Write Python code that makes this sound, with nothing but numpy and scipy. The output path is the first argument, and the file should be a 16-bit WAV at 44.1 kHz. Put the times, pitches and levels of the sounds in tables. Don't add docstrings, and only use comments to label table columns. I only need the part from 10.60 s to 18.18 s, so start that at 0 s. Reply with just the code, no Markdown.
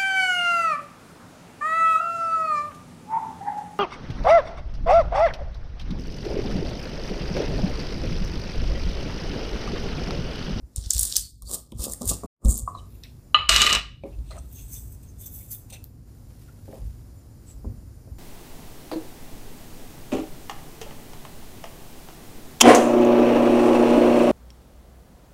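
import sys
import numpy as np
from scipy import signal
from scipy.fft import rfft, irfft
from scipy.io import wavfile
from scipy.ndimage import uniform_filter1d

SR = 44100
rng = np.random.default_rng(int(sys.argv[2]) if len(sys.argv) > 2 else 0)


def to_linear_factor(level_db):
    exponent = np.asarray(level_db, float) / 20
    return 10 ** exponent


def dump(signal):
    limited = np.clip(np.atleast_2d(signal).T, -1, 1)
    pcm = np.round(limited * 32767).astype(np.int16)
    wavfile.write(sys.argv[1], SR, pcm)


N = 334489
TIME = np.arange(N) / SR

# [f/Hz, density/dB]
AIR_SPECTRUM = [(82, -28.5), (140, -11.5), (208, -3), (249, -1.5), (408, -14.5), (921, -25.5),
                (3550, -40.5), (3920, -37), (4970, -32), (8320, -36), (9750, -31.5), (11700, -36.5),
                (13900, -35.5), (14800, -35), (16000, -63.5)]
AIR_DB = -59.5
# [f/Hz, level/dB]
WHINE_LINES = [(7127, -83), (14250, -84)]
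# [f/Hz, t60/s]
KITCHEN_T60 = [(250, 0.37), (660, 0.29), (1740, 0.35), (4600, 0.34), (12000, 0.29)]
# [t opening/s, shut/s, closing time/s,
# level/dB]
HUSHES = [(2.886, 0.11, .025, -10), (.15, .06, 0.097, -1), (.04, .04, .01, -2), (.6, .02, 0.46, 4.5),
          (0.815, .05, 0.2, -43.5), (.88, 0.041, 0.011, -12), (1.116, 0.038, 0.078, -16.5),
          (1.168, 0.033, 0.016, -30.5), (1.66, 0.063, 0.75, 9), (2.059, 0.19, 0.045, -9),
          (3.434, .13, 0.46, -17), (5.45, 0.17, 0.028, -4.5)]
OPEN_DB, REOPEN_S = 5.5, 0.032
RUB_HUSH = 0.48
# [t start/s, t end/s, f low/Hz, f high/Hz, level/dB]
BAND_HOLES = [
    (.73, .817, 886, 3300, -18),
    (0.824, 0.89, 1500, 3300, -16),
    (1.917, 2.064, 1500, 2580, -15),
]
# [t/s, level/dB]
SCENE_CHANGE = [(0, -4.5), (1.661, -2.5), (1.667, -89), (1.74, -73), (1.795, -37), (1.82, -13), (1.855, -1),
                (7.6, 2)]

# [f/Hz, width/Hz, share of clean ringing after a bump]
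TABLE_MODES = [(53.37, 30, 1.2), (97.6, 43.2, 0.9)]
# [t peak/s, fall/s, low mode level/dB, upper mode level/dB]
TABLE_BUMPS = [(0.031, .06, -27, -35), (0.184, .1, -19.5, -36), (0.268, .05, -23.5, -42),
               (0.361, .1, -20, -53), (.42, .12, -25, -37.5), (0.588, .18, -32.5, -52.5),
               (0.739, .09, -39, -72), (0.841, .22, -30.5, -48.5), (1.16, .1, -29, -35),
               (1.2, .06, -26, -37), (1.31, .13, -31.5, -60), (1.479, .15, -20, -28),
               (1.665, .15, -25, -48), (1.858, .06, -10.5, -31), (1.889, .09, -11, -25),
               (2.029, .1, -32, -36.5), (2.17, .9, -41.5, -45), (2.8, .12, -36, -44),
               (2.92, .3, -23, -53.5), (3.17, .18, -33, -63.5), (3.589, .1, -27, -55), (3.7, 1.6, -38, -51),
               (6.227, 0.2, -28.5, -40), (6.95, .13, -39, -52), (7.07, .24, -32.5, -37),
               (7.52, .2, -39.5, -45)]
BUMP_RISE = 0.31
# [t/s, low mode level/dB, upper mode level/dB]
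IDLE_SHAKING = [(0, -54, -58), (2.199, -54, -51), (3.4, -47, -49), (5.3, -48.5, -48), (7.6, -51, -51)]
# [f/Hz, level/dB, t60 as a share of the knock's]
PLANK_MODES = [(206.8, 2, 1), (234.7, -4, 1.9), (308.2, -2, .9), (395, -3, 0.88), (522, 2, 0.62),
               (636.5, 0.5, 0.61), (768, -6, 0.74), (910, -18, 0.21)]
# [t/s, peak level/dB, f centre/Hz, t60/s, tick level/dB]
WOOD_KNOCKS = [(1.122, -29, 237, 0.13, 1.5), (1.411, -24, 330, 0.14, -9), (1.847, -20.5, 202, 0.29, -5),
               (3.436, -27, 379, 0.24, -2), (3.705, -41.5, 690, 0.31, 0.5), (5.121, -45.5, 650, 0.18, 0.5),
               (6.0793, -36.5, 403, 0.29, 6.5), (6.128, -34.5, 480, 0.3, 4), (7.045, -30, 260, 0.26, 3.5),
               (7.473, -43, 380, 0.15, 5.5)]

# [t peak/s, fall/s, handle level/dB, skin level/dB, bowl level/dB]
SPOON_SLIDES = [(2.33, 0.54, -79, -61.5, -69), (2.438, 0.03, -58, -52.5, -42.5),
                (2.469, 0.096, -66, -76.5, -57), (3.451, 0.67, -80, -78, -68.5),
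                (3.714, 0.28, -57, -71, -58.5), (3.785, 0.029, -47, -82, -63),
                (3.93, 0.035, -53.5, -47, -67.5), (3.99, 0.66, -54, -51, -64),
                (4.136, 0.22, -42.5, -39.5, -78), (4.324, 0.071, -52, -49.5, -75),
                (4.44, 0.33, -64.5, -64.5, -72.5), (4.618, 0.15, -45, -43, -68),
                (4.666, 0.0454, -42, -38, -65), (4.753, 0.23, -49.5, -40, -77),
                (4.84, .4, -59, -63.5, -73.5), (4.919, 0.078, -40.5, -30, -76), (4.98, 0.24, -61, -59, -85),
                (5.104, .03, -45, -49, -50), (5.128, 0.023, -40.5, -54, -45),
                (5.138, 0.064, -45.5, -49.5, -49), (4.432, 0.027, -55, -56, -74.5)]
SLIDE_RISE = 0.4
# [f/Hz, width/Hz, level/dB]
HANDLE_BANDS = [(6350, 300, -5.5), (7000, 720, -7.5), (8200, 1400, -0.5), (8340, 960, -3.5)]
SKIN_BANDS = [(10340, 550, -2), (11850, 900, .5), (13300, 2200, 3), (14700, 900, .5)]
BOWL_BANDS = [(2650, 350, -7), (3200, 1400, -2.5), (3530, 500, -6), (4100, 140, -6.5)]
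# [t peak/s, rise/s, fall/s, level/dB]
SLEEVE = [
    (5.8, 0.64, 0.99, -62.5),
    (6.14, 0.31, 0.68, -58.5),
    (6.9, .15, 0.11, -58.5),
]
# [t/s, length/s, peak level/dB, f start/Hz, f end/Hz]
SQUEAK_GLIDES = [(3.431, 0.017, -50, 2415, 2390), (3.439, 0.066, -61.5, 2216, 2140),
                 (3.501, 0.075, -64, 2650, 2600), (4.901, 0.077, -47, 14500, 14600),
                 (6.117, 0.022, -58, 1900, 1920), (1.193, 0.1, -54, 2670, 2680),
                 (1.469, 0.11, -51, 2760, 2740), (0.552, 0.18, -44, 4550, 4360),
                 (0.842, 0.068, -44, 4400, 4740), (2.431, 0.044, -53, 2110, 2100),
                 (2.139, .03, -54.5, 4040, 4050), (2.157, .055, -51.5, 3900, 3880),
                 (2.17, 0.054, -58.5, 3000, 3020), (1.327, .022, -53.5, 1900, 1900),
                 (3.687, 0.15, -47.5, 608, 657), (3.698, 0.064, -56, 2020, 1970),
                 (3.692, 0.056, -48.5, 4070, 4200), (3.697, 0.04, -49, 1210, 1200),
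                 (3.751, 0.054, -52, 1250, 1290), (3.89, 0.2, -52.5, 6380, 6400),
                 (4.4, 0.67, -70.5, 3540, 3550), (3.897, 0.17, -63, 3500, 3380),
                 (3.935, 0.11, -63, 2770, 2720), (4.074, 0.15, -48.5, 6400, 6130),
                 (4.127, 0.089, -60, 3520, 3570), (4.456, 0.079, -59, 6400, 6310),
                 (4.583, .13, -60, 3550, 3540), (4.77, 0.095, -66, 2270, 2190),
                 (4.904, 0.086, -61, 3620, 3510), (5.12, 0.078, -53, 2650, 2650),
                 (5.866, 0.054, -59.5, 1440, 1476), (6.831, 0.14, -53.5, 8200, 7450)]

# [t/s, peak level/dB]
RIM_TAPS = [
    (0.82, -49),
    (1.634, -37),
    (2.075, -17),
    (2.096, -32),
    (2.148, -26.5),
    (2.183, -42),
]
# [f/Hz, level/dB, t60/s]
MOUTH_MODES = [(718, 5, 0.025), (1038, 1, 0.1), (1113, 21, 0.026), (1183, 0.5, 0.15)]
# [t/s, peak level/dB]
LID_BLOWS = [
    (2.7447, 1),
    (2.8913, 0),
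    (2.9607, -2),
    (3.0165, -2),
    (3.0639, -8),
    (3.0984, -9),
    (3.1268, -5),
    (3.1487, -10),
]
# [ring level/dB, snap level/dB]
BLOW_LEVELS = [(-.5, -30), (-9, -1), (-8, 0), (-8, 0), (-3, -2), (-5, -4), (-7, -1), (-3, 0)]
# [f/Hz, level/dB, t60/s]
EDGE_MODES = [(666, -21.5, 0.073), (1250, -14, .06), (1212, -9.5, 0.062), (1400, -10.5, 0.053),
              (2000, -16, 0.06), (2500, -18.5, 0.074), (2580, -12, 0.072), (2630, -11.5, 0.022),
              (2924, 0, 0.055), (2990, -0.5, 0.13), (3700, -17, 0.05), (4000, -14, 0.028),
              (4110, -12, 0.15), (7560, -24, 0.015)]
FLAT_MODES = [(633, -27, .1), (1042, -20, .05), (1215.7, -1, .12), (1380, -19.5, .07), (1761, -21.5, 0.088),
              (2010, -21.5, 0.095), (2340, -24.5, 0.1), (2592, -12, .14), (2930, -8.5, .04),
              (2970, -1, .08), (3380, -26, .12), (3916, -20, .12), (4056, -12, .16), (7060, -27.5, .02)]
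# [t/s, peak level/dB, f/Hz, t60/s]
ROCKING_DIPS = [(2.889, -22, 1193, 0.052), (2.895, -25.5, 650, 0.11), (2.9062, -20, 1185, .09),
                (2.9346, -24, 1200, .06), (2.9757, -21, 1182, .09), (2.9831, -21, 1194, 0.071),
                (3.025, -20.5, 1200, 0.083), (3.064, -21.5, 1980, .06), (3.068, -25.5, 1190, .07),
                (3.099, -23.5, 2000, .06), (3.107, -19.5, 1235, .07), (3.1361, -22.5, 1100, 0.068),
                (3.1662, -33.5, 1213, 0.056)]
# (longest free t60/s, ring level/dB, clatter level/dB, t60/s)
LANDING_BUZZ = (.075, -25, -34, 0.4)
# (t from/s, t to/s)
ROLL_SPAN = (2.889, 3.2)
ROLLING_S = 0.045
# [start level/dB, change/(dB/s)]
ROLL_LAYERS = [
    (-23.5, -16.5),
    (-25, -45.5),
    (-45, -6),
    (-37, 12.5),
]
# [t/s, level/dB]
ROLL_WEIGHT = [(2.889, -7), (2.894, 1.5), (2.93, -1), (2.96, -1), (3.0, 1.5), (3.05, -0.5), (3.09, -.5),
               (3.13, -1), (3.168, -1), (3.2, -15)]
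# [f/Hz, density/dB]
SNAP_SPECTRUM = [(1000, -26), (3500, 4.5), (5500, 3), (8300, .5), (9500, -12.5), (15000, -22)]
RASP_SPECTRUM = [(820, -43.5), (1400, -7), (2280, -18.5), (2890, 0.5), (3300, -8.5), (4000, -1.5),
                 (4660, -13), (8250, -11), (9320, -24), (12300, -21.5), (16000, -40.5)]
CLATTER_SPECTRUM = [(300, -12), (1000, -7.5), (2500, -0.5), (4200, -4.5), (5600, -28.5), (9000, -50.5)]
DAMPED_S = 0.08

# [t/s, peak level/dB, f centre/Hz]
THREAD_SLIPS = [(0.161, -15, 8130), (0.3039, -11, 8670), (0.3062, 0, 7000), (0.3341, -8, 9500),
                (0.3474, -14, 8050), (0.3805, -13, 5900), (0.3815, -15, 12500), (0.3935, -2, 9230),
                (0.3974, -8, 9730), (0.4105, -5, 11000), (0.4314, -4, 8970), (0.4519, -11, 8740),
                (0.5242, -11, 4600), (0.5564, -13, 5090), (0.5614, -9, 5200), (0.5657, 0, 6200),
                (0.5675, -6, 10500), (0.595, -20, 11000), (0.8215, -29, 9130), (0.944, -19, 8470),
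                (1.1209, -37, 2560), (1.2965, -24, 7950), (1.3214, -15, 9500), (1.3349, -15, 8440),
                (1.4187, -27, 5200), (1.4556, -21, 9350), (1.4765, -12, 8880), (1.4923, -10, 8860),
                (1.505, -18, 8500), (1.6362, -37, 7680), (1.8564, -32, 4000), (1.6455, -39, 8000),
                (1.9567, -25, 7180), (1.971, -25, 8000), (1.9777, -20, 12500)]
# [t/s, peak level/dB, f centre/Hz]
LOOSE_TAPS = [(2.4359, -31, 4060), (3.588, -56, 3000), (3.7085, -43, 3000), (3.7673, -42, 9070),
              (5.1008, -46, 6300), (5.1262, -38, 7950), (5.241, -31, 14200), (5.241, -46, 3500)]
# [t peak/s, rise/s, fall/s, rubbing level/dB, grit level/dB]
FINGER_PUSHES = [(.161, 0.0035, 0.16, -36, -44.5), (.25, 0.12, 0.4, -54, -43),
                 (.306, 0.0022, 0.034, -32, -29), (.335, 0.028, 0.67, -32.5, -35),
                 (.42, 0.19, 0.25, -24.5, -36.5), (.52, 0.13, 0.19, -37, -39),
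                 (.565, 0.011, 0.067, -19.5, -26.5), (.61, .05, 0.26, -29, -53),
                 (.822, .002, 0.014, -28, -31), (.9, 0.1, 0.13, -37, -45), (.948, 0.091, 0.035, -27, -37),
                 (.98, .04, 0.11, -55, -55), (1.12, 0.0029, 0.025, -41.5, -52.5),
                 (1.245, 0.12, 0.055, -28, -34.5), (1.33, 0.19, 0.062, -37, -50),
                 (1.411, 0.021, 0.23, -40, -53), (1.494, 0.053, 0.074, -18.5, -32),
                 (1.53, .05, 0.06, -46, -41.5), (1.85, 0.011, 0.054, -32, -54),
                 (1.9, 0.053, 0.16, -19.5, -54), (1.985, 0.1, 0.049, -28.5, -50),
                 (2.19, 0.089, 0.12, -56.5, -65)]
# [t peak/s, rise/s, fall/s, level/dB]
JAR_SLIDES = [(.161, .002, 0.21, -52.5), (.37, 0.059, 0.38, -53), (.45, .2, 0.16, -54),
              (.58, .07, 0.018, -47), (.822, .002, 0.033, -36), (.895, 0.04, 0.14, -40),
              (.95, 0.1, 0.091, -37.5), (1.12, .002, .11, -57.5), (1.22, 0.22, 0.18, -41),
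              (1.28, 0.16, 0.11, -34.5), (1.411, 0.0035, 0.24, -37), (1.515, 0.035, 0.07, -28.5),
              (1.635, 0.0039, 0.091, -30.5), (1.83, 0.012, 0.072, -38.5), (1.89, 0.21, 0.23, -37),
              (2.15, 0.56, 0.4, -53)]
# [f/Hz, density/dB]
RUB_SPECTRUM = [(2650, -36), (4500, -22.5), (5560, -22.5), (6880, 0), (7330, 1.5), (9070, 2.5),
                (11200, -10), (14500, -7), (16000, -22)]
GRIT_SPECTRUM = [(940, -28.5), (1600, -13.5), (2060, -18.5), (2250, -22), (2900, -11), (3600, -1),
                 (5800, 0.5), (7540, -21.5), (9000, -58.5)]
DRAG_SPECTRUM = [(76, -43), (130, -7), (264, -1), (381, -5), (521, -4), (660, -10), (1000, -17),
                 (1700, -43.5), (2210, -75)]
# [t/s, level of the rubbing above SHEEN_HZ/dB]
GRIP_SHEEN = [(0, -8), (.2, -7), (.3, 3), (.45, 1), (.6, 3), (.75, 4), (.95, 6), (1.1, 5.5), (1.25, 7),
              (1.5, 0), (1.85, -2), (1.93, -4.5), (2., -1.5), (2.06, -19), (2.3, -12)]
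SHEEN_HZ = 9800
SPECKS_PER_S, SPECK_DB = 250, 9
SWING_DB = 30


def evened(x):
    return x / np.sqrt(np.mean(x ** 2) + 1e-20)


def read(points, hz):
    f, value = np.transpose(points)
    return np.interp(np.log(hz + 1), np.log(f + 1), value)


def level_at_time(points):
    return to_linear_factor(np.interp(TIME, *np.transpose(points)))


def add(mix, s, sound):
    part = mix[round(s * SR):][:len(sound)]
    part += sound[:len(part)]


def filtered(x, order, hz, kind="low"):
    return signal.sosfilt(signal.butter(order, hz, kind, fs=SR, output="sos"), x)


def filtered_in_phase(x, order, hz, kind="low"):
    return signal.sosfiltfilt(signal.butter(order, hz, kind, fs=SR, output="sos"), x)


def coloured(x, points):
    gain = to_linear_factor(read(points, np.fft.rfftfreq(len(x), 1 / SR)))
    return evened(irfft(rfft(x) * gain, len(x)))


def resonate(x, hz, width):
    turn = np.exp(2j * np.pi * np.cumsum(hz * np.ones(len(x))) / SR)
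    r = np.exp(-np.pi * width / SR)
    return 2 * (turn * signal.lfilter([1 - r], [1, -r], x / turn + 1e-18)).real


def resonate_twice(x, hz, width, second_width):
    return resonate(resonate(x, hz, width), hz, second_width)


def bands(x, resonances):
    total = 0
    for hz, w, db in resonances:
        steep = resonate(resonate_twice(x, hz, 2 * w, 2 * w), hz, 3 * w)
        total = total + to_linear_factor(db) * steep / np.sqrt(w)
    return evened(total)


def ring(modes, contact, damped=DAMPED_S):
    t = TIME[:SR // 4]
    out = sum(to_linear_factor(db - 60 * t / min(t60, damped)) * np.sin(2 * np.pi * hz * t) for hz, db, t60 in modes)
    out = out * np.minimum(t / contact, 1) ** 2
    return out / abs(out).max()


def friction(size, patchy_db, flicker_db, hold):
    z = signal.stft(rng.standard_normal(N), nperseg=size)[2]
    patches = rng.standard_normal(z.shape[::-1]).T
    flicker = rng.standard_normal(z.shape[1])
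    patches = evened(uniform_filter1d(uniform_filter1d(patches, 5, 0), hold, 1))
    z = z * to_linear_factor(patchy_db * patches + flicker_db * flicker)
    return evened(signal.istft(z, nperseg=size)[1][:N])


def swells(rows, rise_share=None):
    rows, t = np.array(rows), TIME[::20]
    if rise_share:
        rows = np.insert(rows, 1, rise_share * rows[:, 1], axis=1)
    late = t - rows[:, :1]
    rise, fall = abs(rows[:, 1:2]), abs(rows[:, 2:3])
    distance = np.where(late < 0, -late / rise, late / fall)
    shape = to_linear_factor(-SWING_DB * np.minimum(distance, 6))
    power = to_linear_factor(rows[:, 3:]).T ** 2 @ shape ** 2
    return np.array([np.interp(TIME, t, 10 * np.log10(p)) for p in power])


def hush():
    total = 0
    for s, shut, closing, db in HUSHES:
        corners = [s - shut - closing, s - shut, s, s + REOPEN_S]
        total = total + np.interp(TIME, corners, [0, db, db, 0])
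    return total


def holes(x):
    for s, end, low_hz, high_hz, db in BAND_HOLES:
        band = filtered_in_phase(x, 4, [low_hz, high_hz], "band")
        corners = [s - .6 * (end - s), s, end, end + .002]
        x = x - band * (1 - to_linear_factor(np.interp(TIME, corners, [0, db, db, 0])))
    return x


def air():
    lines = sum(to_linear_factor(db) * evened(resonate(rng.standard_normal(N), hz, 17)) for hz, db in WHINE_LINES)
    hiss = to_linear_factor(AIR_DB) * coloured(rng.standard_normal(N), AIR_SPECTRUM) + lines
    low = filtered_in_phase(hiss, 2, 350)
    return low + (hiss - low) * to_linear_factor(OPEN_DB + hush())


def kitchen(x):
    taps = np.zeros(SR // 2)
    at = np.arange(200, SR // 2 - 20, 20)
    taps[at + rng.integers(0, 20, len(at))] = rng.choice([-1., 1.], len(at))
    hz, t, z = signal.stft(taps, SR, nperseg=256)
    decay = to_linear_factor(-60 * t / read(KITCHEN_T60, hz)[:, None])
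    tail = signal.istft(z * decay, SR, nperseg=256)[1]
    return signal.oaconvolve(x, tail / np.linalg.norm(tail))[:N]


def table():
    s, *rest = np.transpose(IDLE_SHAKING)
    out = np.zeros(N)
    for bump_db, rest_db, (hz, w, clean) in zip(swells(TABLE_BUMPS, BUMP_RISE), rest, TABLE_MODES):
        shaking = evened(resonate_twice(rng.standard_normal(N), hz, w, 2 * w))
        ringing = clean * np.sin(2 * np.pi * hz * TIME) + (1 - clean / 2) * shaking
        out += to_linear_factor(bump_db) * ringing + to_linear_factor(np.interp(TIME, s, rest_db)) * shaking
    return out


def knocks():
    out, t = np.zeros(N), TIME[:SR // 3]
    for s, db, hz, t60, tick_db in WOOD_KNOCKS:
        noise = rng.standard_normal(len(t))
        modes = 0
        for f, top_db, share in PLANK_MODES:
            spot = rng.standard_normal()
            mode_db = top_db + 2 * spot - 8.8 * abs(np.log2(f / hz))
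            tone = np.sin(2 * np.pi * f * (1 + .02 * spot) * t)
            modes = modes + to_linear_factor(mode_db - 60 * t / (share * t60)) * tone
        rattle = filtered(resonate(noise, hz, 0.65 * hz) * to_linear_factor(-60 * t / t60), 5, [140, 1150], "band")
        tick = resonate(resonate(noise * np.exp(-t / 0.0089), 720, 600), 800, 900)
        thud = 0.72 * modes + 3.0 * rattle + to_linear_factor(tick_db + 2) * tick
        thud = filtered(thud * np.minimum(t / .001, 1), 6, 1150)
        add(out, s, to_linear_factor(db) * thud / abs(thud).max())
    return out


def squeaks():
    out = np.zeros(N)
    for s, length, db, start_hz, end_hz in SQUEAK_GLIDES:
        n = round(length * SR)
        glide = np.linspace(start_hz, end_hz, n)
        tone = evened(resonate(rng.standard_normal(n), glide, max(0.026 * start_hz, 110)))
        add(out, s, to_linear_factor(db) * np.hanning(n) ** 2 * tone)
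    return out


def spoon():
    force = friction(256, 2.5, 2., 8)
    parts = (HANDLE_BANDS, SKIN_BANDS, BOWL_BANDS)
    out = sum(to_linear_factor(db) * bands(force, part) for db, part in zip(swells(SPOON_SLIDES, SLIDE_RISE), parts))
    out = filtered(out, 2, 1300, "high")
    sleeve = to_linear_factor(swells(SLEEVE)[0]) * friction(256, 1.6, 2.9, 4)
    return out + sleeve + squeaks()


def lid_blows():
    out, t = np.zeros(N), TIME[:900]
    for s, db in RIM_TAPS:
        add(out, s, to_linear_factor(db) * ring(MOUTH_MODES, 0.0045))
    for (s, db), (ring_db, snap_db) in zip(LID_BLOWS, BLOW_LEVELS):
        noise = rng.standard_normal(len(t))
        if s > ROLL_SPAN[0]:
            spot = rng.standard_normal(len(EDGE_MODES))
            ringing = ring(np.array(EDGE_MODES) + np.outer(2 * spot, [0, 1, 0]), 0.002)
        else:
            ringing = ring(FLAT_MODES, 0.0019, LANDING_BUZZ[0])
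        snap = coloured(noise, SNAP_SPECTRUM) * t * (np.exp(-t / .00045) + .05 * np.exp(-t / .003))
        clatter = coloured(noise, CLATTER_SPECTRUM) * (np.exp(-t / 0.0049) + 0.055)
        add(out, s - .0005, to_linear_factor(db + ring_db) * ringing)
        add(out, s + .001, to_linear_factor(db + snap_db) * snap / abs(snap).max())
        add(out, s, to_linear_factor(db + .6 * snap_db - 14.5) * clatter * np.minimum(t / 0.00081, 1))
    for s, db, hz, t60 in ROCKING_DIPS:
        add(out, s, to_linear_factor(db) * ring([(hz, 0, t60)], .004, t60))
    return out


def lid_buzz():
    out = np.zeros(N)
    _, ring_db, clatter_db, t60 = LANDING_BUZZ
    force = friction(128, 3., 3., 2)[:SR // 7]
    ringing = evened(signal.oaconvolve(force, ring(FLAT_MODES, 0.00043, .05))[:len(force)])
    buzz = to_linear_factor(ring_db) * ringing + to_linear_factor(clatter_db) * coloured(force, CLATTER_SPECTRUM)
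    add(out, LID_BLOWS[0][0], buzz * to_linear_factor(-60 * TIME[:len(buzz)] / t60))
    return out


def lid_rolling():
    start, end = ROLL_SPAN
    rolling = (TIME > start) & (TIME < end)
    ring_db, rasp_db, table_db, clatter_db = (
        np.where(rolling, db + slope_db * (TIME - start), -150) for db, slope_db in ROLL_LAYERS)
    force = friction(128, 3., 3., 2) * level_at_time(ROLL_WEIGHT)
    ringing = evened(signal.oaconvolve(force, ring(EDGE_MODES, 0.00037, ROLLING_S))[:N])
    out = to_linear_factor(ring_db - 8.5) * ringing
    out += to_linear_factor(rasp_db - 3) * coloured(force, RASP_SPECTRUM)
    out += to_linear_factor(table_db - 9.0) * coloured(force, DRAG_SPECTRUM)
    return out + to_linear_factor(clatter_db - 3.5) * coloured(force, CLATTER_SPECTRUM)


def slips():
    out, t = np.zeros(N), TIME[:400]
    shape = (t / .0009) ** 3 * np.exp(3 - 3 * t / .0009) + .07 * np.exp(-abs(t - .001) / .002)
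    for s, db, hz in THREAD_SLIPS + LOOSE_TAPS:
        pitched, plain = rng.standard_normal((2, 400))
        plain_share = np.clip(hz / 9000 - .3, .05, .7)
        burst = shape * (evened(resonate_twice(pitched, hz, 3500, 3500)) + plain_share * plain)
        snap = filtered(burst, 6, max(.62 * hz, min(hz, 3500)), "high")
        add(out, s - .0003, to_linear_factor(db + 2.5) * snap / abs(snap).max())
    return out


def strokes():
    (rub_db, grit_db), (drag_db,) = swells(FINGER_PUSHES), swells(JAR_SLIDES)
    force = friction(128, 3., 2., 2)
    specks = (rng.random(N) < SPECKS_PER_S / SR) * rng.standard_normal(N) * to_linear_factor(SPECK_DB)
    force = force + signal.oaconvolve(specks, np.hanning(24) * rng.standard_normal(24))[:N]
    rub = coloured(force, RUB_SPECTRUM)
    body = filtered_in_phase(rub, 4, SHEEN_HZ)
    rub = body + level_at_time(GRIP_SHEEN) * (rub - body)
    mouth_hum = evened(resonate_twice(force, 1160, 200, 300))
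    drag = coloured(force, DRAG_SPECTRUM) + to_linear_factor(-14) * mouth_hum
    return to_linear_factor(rub_db) * rub + to_linear_factor(grit_db) * coloured(force, GRIT_SPECTRUM) + to_linear_factor(drag_db) * drag


def scene():
    closing = np.minimum(hush(), 0)
    sharp = slips()
    metal = lid_blows() + lid_buzz() + lid_rolling()
    soft = strokes() * to_linear_factor(RUB_HUSH * closing) + spoon() + knocks()
    wet = kitchen(to_linear_factor(-10.0) * sharp + to_linear_factor(-8.5) * metal + to_linear_factor(-12.5) * soft)
    dull = filtered_in_phase(wet, 4, 5200)
    wet = dull + (wet - dull) * to_linear_factor(0.54 * closing)
    return holes(sharp + metal + soft + wet + table() + air())[None]


def band_limit(x):
    return signal.sosfilt(signal.butter(12, 16410, fs=SR, output="sos"), x)


def record(dry):
    faded = dry * level_at_time(SCENE_CHANGE)
    dulled = signal.oaconvolve(faded, signal.firwin(201, 15200, fs=SR)[None], "same")
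    mix = np.clip(dulled + to_linear_factor(-25) * (faded - dulled), -1, 1)
    return band_limit(mix)


dry = scene()
out = record(dry)
dump(out)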